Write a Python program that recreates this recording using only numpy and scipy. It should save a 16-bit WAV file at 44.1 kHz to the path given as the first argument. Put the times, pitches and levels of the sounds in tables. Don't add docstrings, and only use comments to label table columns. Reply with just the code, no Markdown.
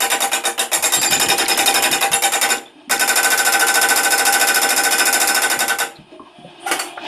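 import sys
import numpy as np
from scipy import signal
from scipy.fft import rfft, irfft, next_fast_len
from scipy.io import wavfile
from scipy.ndimage import map_coordinates

SR = 44100
rng = np.random.default_rng(int(sys.argv[2]) if len(sys.argv) > 2 else 0)


def wrap_up_sound(samples):
    columns = np.atleast_2d(samples).T
    tamed = np.clip(columns, -1, 1)
    steps = np.round(tamed * 32767).astype(np.int16)
    wavfile.write(sys.argv[1], SR, steps)


N = 311787
LENGTH = SR * 2 // 5
AGE_S = np.arange(LENGTH) / SR

# (start [s], blows, first gap [s], change of gap per blow [s])
VOLLEYS = [(.004, 1, 0, 0), (.101, 4, .103, .0093), (.578, 3, .138, -.029), (.921, 5, .094, -.002),
           (1.38, 4, .101, -.008), (1.741, 4, .082, .0075), (2.116, 4, .105, -.006), (2.489, 1, 0, 0),
           (2.896, 3, .099, -.017), (3.157, 32, .07297, 0), (5.499, 3, .091, -.001), (5.786, 1, 0, 0)]
# (time [s], seat [0-1])
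SEAT = [(0, 0.1), (1.9, 0.08), (2.3, 0.08), (2.5, 0.9), (2.9, 0.91), (3.2, 1), (5.4, 1), (5.8, 1)]
# (time [s], ring [dB])
FREE_RING = [(0, -11.5), (.6, -19), (.9, -7.5), (1.1, 5), (1.5, 5.5), (1.9, 1), (2.15, -34), (2.5, 1),
             (2.9, -1), (3.2, -10), (5, -2), (5.8, -15)]
# (time [s], level [dB])
BITE = [(.1, -0.5), (.6, 0.7), (.87, 3), (1.15, -1), (1.5, -2.5), (2.4, 0), (3.3, 1.7), (4.3, 1.8)]
# (time [s], level [dB])
PLATE_RING = [(.1, 2.5), (.45, -1), (.85, -9), (1.3, -0.5), (2, 1.5), (2.9, -4.5), (3.5, -3.5), (5.2, -6)]
# (frequency [Hz], relative level [dB], t60 [s], gain when seated [dB])
PLATE_MODES = [(234.4, -21.5, 0.29, 1), (348.7, -16.5, 0.27, -4), (467.3, -18.5, 0.63, 7),
               (563.1, -20.5, 0.24, 13), (730.7, -10, 0.094, 18.5), (785.3, 8.5, 0.14, -15),
               (797.4, -4.5, 0.28, 9.5), (997.6, -9.5, 0.27, 6), (1285, -18.5, 0.23, 13.5),
               (1400, -17, 0.19, 22), (1438, -10.5, 0.12, 19.5), (1503.6, -5, 0.14, 19.5),
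               (1525, -13, 0.22, 18.5), (1753, -17.5, 0.07, 25.5), (1830, -5, 0.18, 4),
               (2220, -1.5, 0.088, 7), (2593, -3, 0.12, 5), (2842, -4, 0.13, 5.5)]
# (frequency [Hz], relative level [dB], t60 [s], share of free ringing [ratio])
CHISEL_MODES = [(2352, -10, .2, 1), (2467, -3, .25, 1), (4904, -10, .2, 1), (5032, -8, .2, .8),
                (5259, -2, .25, .8), (7075, -7, .2, .6), (7135, -8, .2, .2), (7372, -8, .18, .8),
                (9360, -8, .15, .6), (10403, -7, .2, .1), (14000, -14, .12, 0)]
# (frequency [Hz], relative level [dB])
STRIKE_COLOUR = [(300, -14), (1000, 0), (2600, -2.5), (3300, -27), (3900, -6), (5100, 5.5), (6200, 2.5),
                 (7100, 7), (7800, 2.5), (9000, 4.5), (11200, 5.5), (12800, 1), (14100, -7.5)]
# (frequency [Hz], relative level [dB])
REBOUND_COLOUR = [(2500, -53), (3900, -17), (4300, 3.5), (5150, 2.5), (6200, 2), (7150, 14), (7850, 4.5),
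                  (8600, 8), (10400, 9), (11600, 5), (13300, -3.5), (14100, -11.5)]
# (frequency [Hz], relative level [dB])
SLEEVE_COLOUR = [(3300, -78), (3560, -46), (3650, 13.5), (3880, 3), (3970, 3), (4200, -29)]
# (frequency [Hz], relative level [dB])
CASING_COLOUR = [(150, -39), (300, -4.5), (450, -2.5), (620, 6.5), (850, 8.5), (1200, 3.5), (1800, 2.5),
                 (2100, 1.5), (2600, 3), (3400, -3), (3750, -0.5), (3980, -8), (6000, -50)]
# (frequency [Hz], relative level [dB])
THUD_COLOUR = [(15, -45), (25, -38), (70, -16), (160, -12.5), (250, 3), (380, 7.5), (600, -4.5),
               (1500, -46)]
# (frequency [Hz], relative level [dB])
GLANCE_COLOUR = [(59, -67), (100, -46), (225, -23), (349, -4), (665, -4), (836, -3), (1190, -1), (2860, -4),
                 (3910, -20), (4330, -11.5), (5230, -13), (9970, -9), (14500, -22)]
# (time [s], level [dB], rise [s], t60 [s])
SLIPS = [(6.659, -24, 0.016, 0.12), (6.712, -14, 0.0013, 0.21), (6.791, -18, 0.0009, 0.23),
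         (7.02, -57, 0.019, .5)]
# (time [s], level [dB], frequency [Hz], t60 [s])
ZINGS = [(.745, -17, 7380, .084), (.85, -16, 7500, 0.16), (0.939, -17.5, 7490, .4),
         (0.996, -25, 4820, 0.33), (1.046, -17, 7270, .22), (1.07, -25.5, 4770, 0.54),
         (1.136, -16.5, 7100, 0.16), (1.224, -15.5, 7100, 0.11), (1.51, -16.5, 5120, 0.15),
         (2.13, -12, 10450, 0.15), (2.15, -21, 7320, 0.21), (2.24, -18.5, 10530, 0.14),
         (2.25, -22.5, 7350, 0.19), (2.515, -17, 7100, 0.074)]
# (time [s], level [dB], frequency [Hz], width [Hz], t60 [s])
KNOCKS = [(2.655, -40, 3500, 91, 0.14), (2.755, -43, 300, 60, .49), (2.875, -33.5, 246, 50, 0.36),
          (5.956, -40, 4000, 500, .077), (5.985, -36.5, 187, 90, 0.18), (6.10, -44, 626, 70, 1),
          (6.117, -36, 344, 60, 0.3), (6.195, -33.5, 1060, 170, 0.15), (6.2, -34, 318, 120, 0.16),
          (6.258, -41, 1010, 170, .18), (6.385, -40, 189, 80, 0.37), (6.44, -35, 172, 55.3, 0.13),
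          (6.445, -36, 560, 110, 0.16), (6.66, -21.5, 775, 68, 0.77), (6.664, -26, 1430, 90, .29),
          (6.712, -28, 310, 70, .2), (6.795, -24, 4510, 88.5, .12), (6.972, -26.5, 735, 260, 0.08),
          (6.974, -25, 1490, 690, 0.08)]
# (time [s], level [dB])
CHUNKS = [(.77, -36), (.97, -35), (1.1, -30), (1.17, -30), (1.26, -30), (1.901, -36), (2.1, -39),
          (5.562, -32.5)]
# (time [s], level [dB])
ENGINE_LEVEL = [(6.3, -47), (6.6, -42.5), (6.72, -28.5), (6.95, -39), (7.07, -26)]
# (frequency [Hz], relative level [dB])
DIESEL_COLOUR = [(15, -89), (25, -73), (133, -26), (192, -34), (353, -4.5), (485, -34.5), (616, -13.5),
                 (824, -12.5), (1020, -18.5), (1290, -23), (3440, -23), (4250, -33), (14000, -62.5)]
# (frequency [Hz], relative level [dB])
PUMP_PARTIALS = [(355, -16.5), (711, -5), (2444, -19.5), (3354, -16)]
# (frequency [Hz], relative level [dB])
OIL_COLOUR = [(2000, -8.5), (3400, -18), (6500, -19.5), (9500, 6.5), (12000, -26), (14000, -28.5)]
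# (start [s], length [s], pump whine [dB], oil hiss [dB])
ARM_MOVES = [(2.543, 0.059, -47.5, -78.5), (6.343, 0.16, -44.5, -69.5), (6.594, 0.3, -43, -45.5),
             (6.9, .17, -38, -81)]
# (frequency [Hz], relative level [dB])
GROUND_COLOUR = [(15, -58), (30, -34), (55, -30), (85, 0), (140, 1.5), (220, 5), (400, -16.5),
                 (1000, -61.5)]
# (frequency [Hz], t60 [s])
SITE_DECAY = [(200, 0.67), (1000, 0.33), (4000, 0.24), (12000, 0.26)]
# (frequency [Hz], gain [dB])
SIDE_FILTER = [(2000, -84.5), (3300, -62), (4800, -36.5), (8500, -3), (14000, -5.5)]

STRIKE_DB, REBOUND_DB, CASING_DB, THUD_DB = -12.5, -17, -19, -32
FULL_GAP_S, SLOWEST_GAP_S, WEAKER_DB_PER_S = 0.087, 0.15, 277
SEAT_DAMPS_DB = 1.5
THUD_DB_PER_FREE_DB = 0.42
EASE_START_S, EASE_DB_PER_S = 5.32, 8
BLOW_SCATTER_DB, THUD_SCATTER_DB = 1.1, 0.5
REBOUND_DELAY_S, LOOSE_DELAY_S = 0.014, 0.0007
CHATTER_S, LOOSE_CHATTER_S = 0.0069, 0.02
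SNAP_DB, SNAP_T60_S = 0.5, 0.0071
CHISEL_DETUNE_RATIO = 0.00355
ZING_WIDTH_HZ = 170
VALVE_RISE_S, VALVE_T60_S, IDLE_WHINE_DB, IDLE_HISS_DB = 0.02, 0.19, -79, -68.5
WHINE_WAVER_DB = 3
GROUND_DB, SHAKE_DB, SHAKE_T60_S, CHUNK_T60_S = -72.5, -57.5, 0.41, 0.2
TOP_HZ = 14420


def amp(db):
    return 10 ** (np.asarray(db) / 20)


def unit(x):
    return x / np.sqrt(np.mean(x ** 2) + 1e-20)


def along(points, hz):
    f, v = np.transpose(points)
    return np.interp(np.log(hz + 1), np.log(f + 1), v)


def at(rows, s):
    times, *cols = np.transpose(rows)
    return [np.interp(s, times, c) for c in cols]


def filtered(x, response):
    size = x.shape[-1]
    m = next_fast_len(size + 4096)
    return irfft(rfft(x, m) * response(np.fft.rfftfreq(m, 1 / SR)), m)[..., :size]


def noise(colour, shape, ragged_db, grain_hz):
    white = rng.standard_normal(shape)
    knots = rng.standard_normal(white.shape[:-1] + (2000,))

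    def response(hz):
        place = np.minimum(hz / grain_hz, knots.shape[-1] - 2)
        k = place.astype(int)
        bumps = knots[..., k] * (k + 1 - place) + knots[..., k + 1] * (place - k)
        ragged = ragged_db * np.tanh(bumps) * np.minimum(hz / 2500, 1)
        return amp(along(colour, hz) + ragged)

    return unit(filtered(white, response))


def wobble(rate_hz):
    knots = rng.standard_normal(int(N * rate_hz / SR) + 4)
    return map_coordinates(knots, [np.arange(N) * rate_hz / SR])


def burst(delay_s, rise_s, hold_s, t60_s):
    t = np.maximum(AGE_S - delay_s, 0)
    return (1 - np.exp(-t / rise_s)) * amp(-60 * np.maximum(t - hold_s, 0) / t60_s)


def add(track, s, sound):
    part = track[max(round(s * SR), 0):][:len(sound)]
    part += sound[:len(part)]


def dense_ring(colour, alike, ragged_db, grain_hz):
    rows = noise(colour, (len(alike) + 1, LENGTH), ragged_db, grain_hz)
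    share = np.clip(alike, 0, 1)[:, None]
    return np.sqrt(share) * rows[0] + np.sqrt(1 - share) * rows[1:]


def ring(hz, levels_db, t60_s, phase, scatter_db, slack_rad):
    gains = amp(levels_db + scatter_db * rng.standard_normal(len(hz)))
    phase = phase + slack_rad * rng.standard_normal(len(hz))
    decay = amp(-60 * AGE_S / t60_s[:, None])
    return gains @ (decay * np.sin(2 * np.pi * hz[:, None] * AGE_S + phase[:, None]))


def resonances(rows, rise_s):
    out = np.zeros(N)
    for s, db, hz, width_hz, t60_s in rows:
        white = rng.standard_normal(LENGTH)
        tone = filtered(white, lambda f: 1 / (1 + (2 * (f - hz) / width_hz) ** 2))
        shape = burst(0, rise_s, 2 * rise_s, t60_s)
        add(out, s, amp(db) * unit(tone * shape) * np.sqrt(np.mean(shape ** 2)))
    return out


def blow_times():
    return np.array([start + k * gap + k * (k - 1) / 2 * step
                     for start, count, gap, step in VOLLEYS for k in range(count)])


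def blows():
    s = blow_times()
    (seat,), (free_db,), (bite_db,) = at(SEAT, s), at(FREE_RING, s), at(BITE, s)
    gaps = np.pad(np.minimum(np.diff(s), SLOWEST_GAP_S), 1, mode="edge")
    slowness = np.maximum((gaps[:-1] + gaps[1:]) / 2 - FULL_GAP_S, 0)
    eased_db = EASE_DB_PER_S * np.maximum(s - EASE_START_S, 0)
    chance = rng.standard_normal((len(s), 3)).T
    weaker_db = np.maximum(WEAKER_DB_PER_S * slowness, eased_db)
    strike_db = STRIKE_DB - weaker_db + BLOW_SCATTER_DB * chance[0]
    rebound_db = REBOUND_DB + bite_db - eased_db + BLOW_SCATTER_DB * chance[1]
    casing_db = CASING_DB - SEAT_DAMPS_DB * seat + BLOW_SCATTER_DB * chance[2]
    thud_db = THUD_DB + THUD_DB_PER_FREE_DB * free_db + THUD_SCATTER_DB * chance[2]
    return s, strike_db, rebound_db, casing_db, thud_db


def strikes(seat):
    return dense_ring(STRIKE_COLOUR, 0.3 + 0.35 * seat, 7, 160) * burst(-0.0017, 0.0027, 0.0037, 0.081)


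def rebounds(seat, loose, back_s):
    hold_s = CHATTER_S + LOOSE_CHATTER_S * loose
    envelope = 0.73 * burst(back_s, 0.0025, hold_s, 0.22 - 0.056 * loose)
    chatter = dense_ring(REBOUND_COLOUR, 0.27 + 0.27 * seat, 12, 90.9) * envelope
    snap = dense_ring(STRIKE_COLOUR, 0.2 + 0.2 * seat, 6, 300) * burst(back_s, 0.0005, 0.003, SNAP_T60_S)
    return chatter + amp(SNAP_DB) * snap


def clinks(seat, loose, back_s):
    clink = dense_ring(SLEEVE_COLOUR, 0.5 + 0.53 * seat, 16, 99)
    return clink * burst(back_s, 0.0014, 0.0062, 0.067) * amp(-28 + 8 * loose)


def rattles(seat, back_s):
    first = 0.76 * burst(0, 0.00073, 0.0087, 0.31)
    second = 0.37 * burst(back_s, 0.00081, 0.035, 0.13)
    return dense_ring(CASING_COLOUR, 0.059 + 0.5 * seat, 10, 70.1) * (first + second)


def thuds(seat):
    return dense_ring(THUD_COLOUR, 0.1 + 0.2 * seat, 1, 100) * burst(0.014, 0.01, 0.048, 0.26)


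def hammer():
    times, *levels_db = blows()
    strike, rebound, casing, thud = [amp(db)[:, None] for db in levels_db]
    seat, = at(SEAT, times)
    loose = np.clip(1 - seat, 0, 1)[:, None]
    back_s = REBOUND_DELAY_S + LOOSE_DELAY_S * loose
    sounds = strike * strikes(seat) + rebound * rebounds(seat, loose, back_s)
    sounds += clinks(seat, loose, back_s)
    sounds += casing * rattles(seat, back_s) + thud * thuds(seat)
    out = np.zeros(N)
    for s, sound in zip(times, sounds):
        add(out, s, sound)
    return out


def steel():
    plate_hz, plate_db, plate_t60_s, seated_db = np.transpose(PLATE_MODES)
    bar_hz, bar_db, bar_t60_s, freedom = np.transpose(CHISEL_MODES)
    plate_phase = rng.uniform(0, 2 * np.pi, len(plate_hz))
    bar_phase = rng.uniform(0, 2 * np.pi, len(bar_hz))
    out = np.zeros(N)
    for s, _, rebound_db, casing_db, _ in zip(*blows()):
        (seat,), (free_db,), (ring_db,) = at(SEAT, s), at(FREE_RING, s), at(PLATE_RING, s)
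        plates = ring(plate_hz, plate_db + seat * seated_db, plate_t60_s, plate_phase,
                      scatter_db=2, slack_rad=0.42)
        shifted_hz = bar_hz * (1 + CHISEL_DETUNE_RATIO * rng.standard_normal(len(bar_hz)))
        bar = ring(shifted_hz, bar_db + free_db * freedom, bar_t60_s, bar_phase,
                   scatter_db=1.5, slack_rad=0.7)
        add(out, s, amp(casing_db + ring_db + 10) * plates * burst(0.015, 0.021, 0.042, 0.37))
        add(out, s, amp(rebound_db + 3.5) * bar * burst(0.006, 0.016, 0.045, 0.2))
    return out


def slips():
    out = np.zeros(N)
    for s, db, rise_s, t60_s in SLIPS:
        crunch = noise(GLANCE_COLOUR, LENGTH, ragged_db=6, grain_hz=90)
        add(out, s, amp(db) * crunch * burst(0, rise_s, 2 * rise_s, t60_s))
    return out


def zings():
    rows = [(s, db, hz, ZING_WIDTH_HZ, t60_s) for s, db, hz, t60_s in ZINGS]
    return resonances(rows, rise_s=0.0037)


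def debris(chips_per_blow=24):
    out = np.zeros(N)
    age_s = AGE_S[:SR // 50]
    for s in blow_times():
        free_db, = at(FREE_RING, s)
        for flight, pitch, size in rng.uniform(size=(chips_per_blow, 3)):
            hz = 1500 * 8 ** pitch
            click = np.sin(2 * np.pi * hz * age_s) * np.exp(-hz * age_s / 7)
            click_db = -26 + 0.66 * free_db + 11.3 * size ** 2 - 2 * flight
            add(out, s + 0.012 + 0.085 * flight, amp(click_db) * click)
    return out


def knocks():
    return resonances(KNOCKS, rise_s=0.0014)


def valves():
    t = np.arange(N) / SR
    whine, hiss = amp(IDLE_WHINE_DB), amp(IDLE_HISS_DB)
    for start_s, length_s, whine_db, hiss_db in ARM_MOVES:
        age_s = np.maximum(t - start_s, 0)
        fade = amp(-60 * np.maximum(age_s - length_s, 0) / VALVE_T60_S)
        flow = (1 - np.exp(-age_s / VALVE_RISE_S)) * fade
        whine = whine + amp(whine_db) * flow
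        hiss = hiss + amp(hiss_db) * flow
    return whine, hiss


def pump():
    turn_s = np.arange(N) / SR + np.cumsum(0.012 * wobble(40)) / SR
    return unit(sum(amp(db + WHINE_WAVER_DB * wobble(18)) * np.sin(2 * np.pi * hz * turn_s)
                    for hz, db in PUMP_PARTIALS))


def oil():
    hiss = noise(OIL_COLOUR, N, ragged_db=10, grain_hz=70)
    return map_coordinates(hiss, [np.arange(N) + np.cumsum(0.0099 * wobble(7))], mode="mirror")


def excavator():
    engine_db, = at(ENGINE_LEVEL, np.arange(N) / SR)
    whine_gain, hiss_gain = valves()
    diesel = noise(DIESEL_COLOUR, N, ragged_db=9, grain_hz=50)
    return amp(engine_db + 1.6 * wobble(22)) * diesel + whine_gain * pump() + hiss_gain * oil()


def ground():
    shake = np.full(N, amp(GROUND_DB))
    for s in blow_times():
        add(shake, s, amp(SHAKE_DB) * burst(0, 0.019, 0.022, SHAKE_T60_S))
    for s, db in CHUNKS:
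        add(shake, s, amp(db) * burst(0, 0.0029, 0.013, CHUNK_T60_S))
    rumble = noise(GROUND_COLOUR, N, ragged_db=5.5, grain_hz=100)
    return shake * amp(2.7 * wobble(14)) * rumble


def site(x):
    hz, t, z = signal.stft(rng.standard_normal(LENGTH), SR, nperseg=256)
    decay = amp(-60 * t / along(SITE_DECAY, hz)[:, None])
    tail = signal.istft(z * decay, SR, nperseg=256)[1]
    return signal.fftconvolve(x, tail / np.linalg.norm(tail))[:N]


def spread(x, side_db):
    side = amp(side_db) * filtered(hammer(), lambda hz: amp(along(SIDE_FILTER, hz)))
    return np.array([x + side, x - side])


def scene():
    work = hammer() + steel() + slips() + zings() + debris() + knocks() + ground()
    heard = work + amp(-11.5) * site(work) + excavator()
    return spread(heard, side_db=-3.5)


def record(dry):
    mid = dry.mean(axis=0)
    rounded = dry - mid + mid / (1 + np.abs(mid / 0.75) ** 6) ** (1 / 6)
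    return filtered(rounded, lambda hz: 1 / np.sqrt(1 + (hz / TOP_HZ) ** 360))


dry = scene()
out = record(dry)
wrap_up_sound(out)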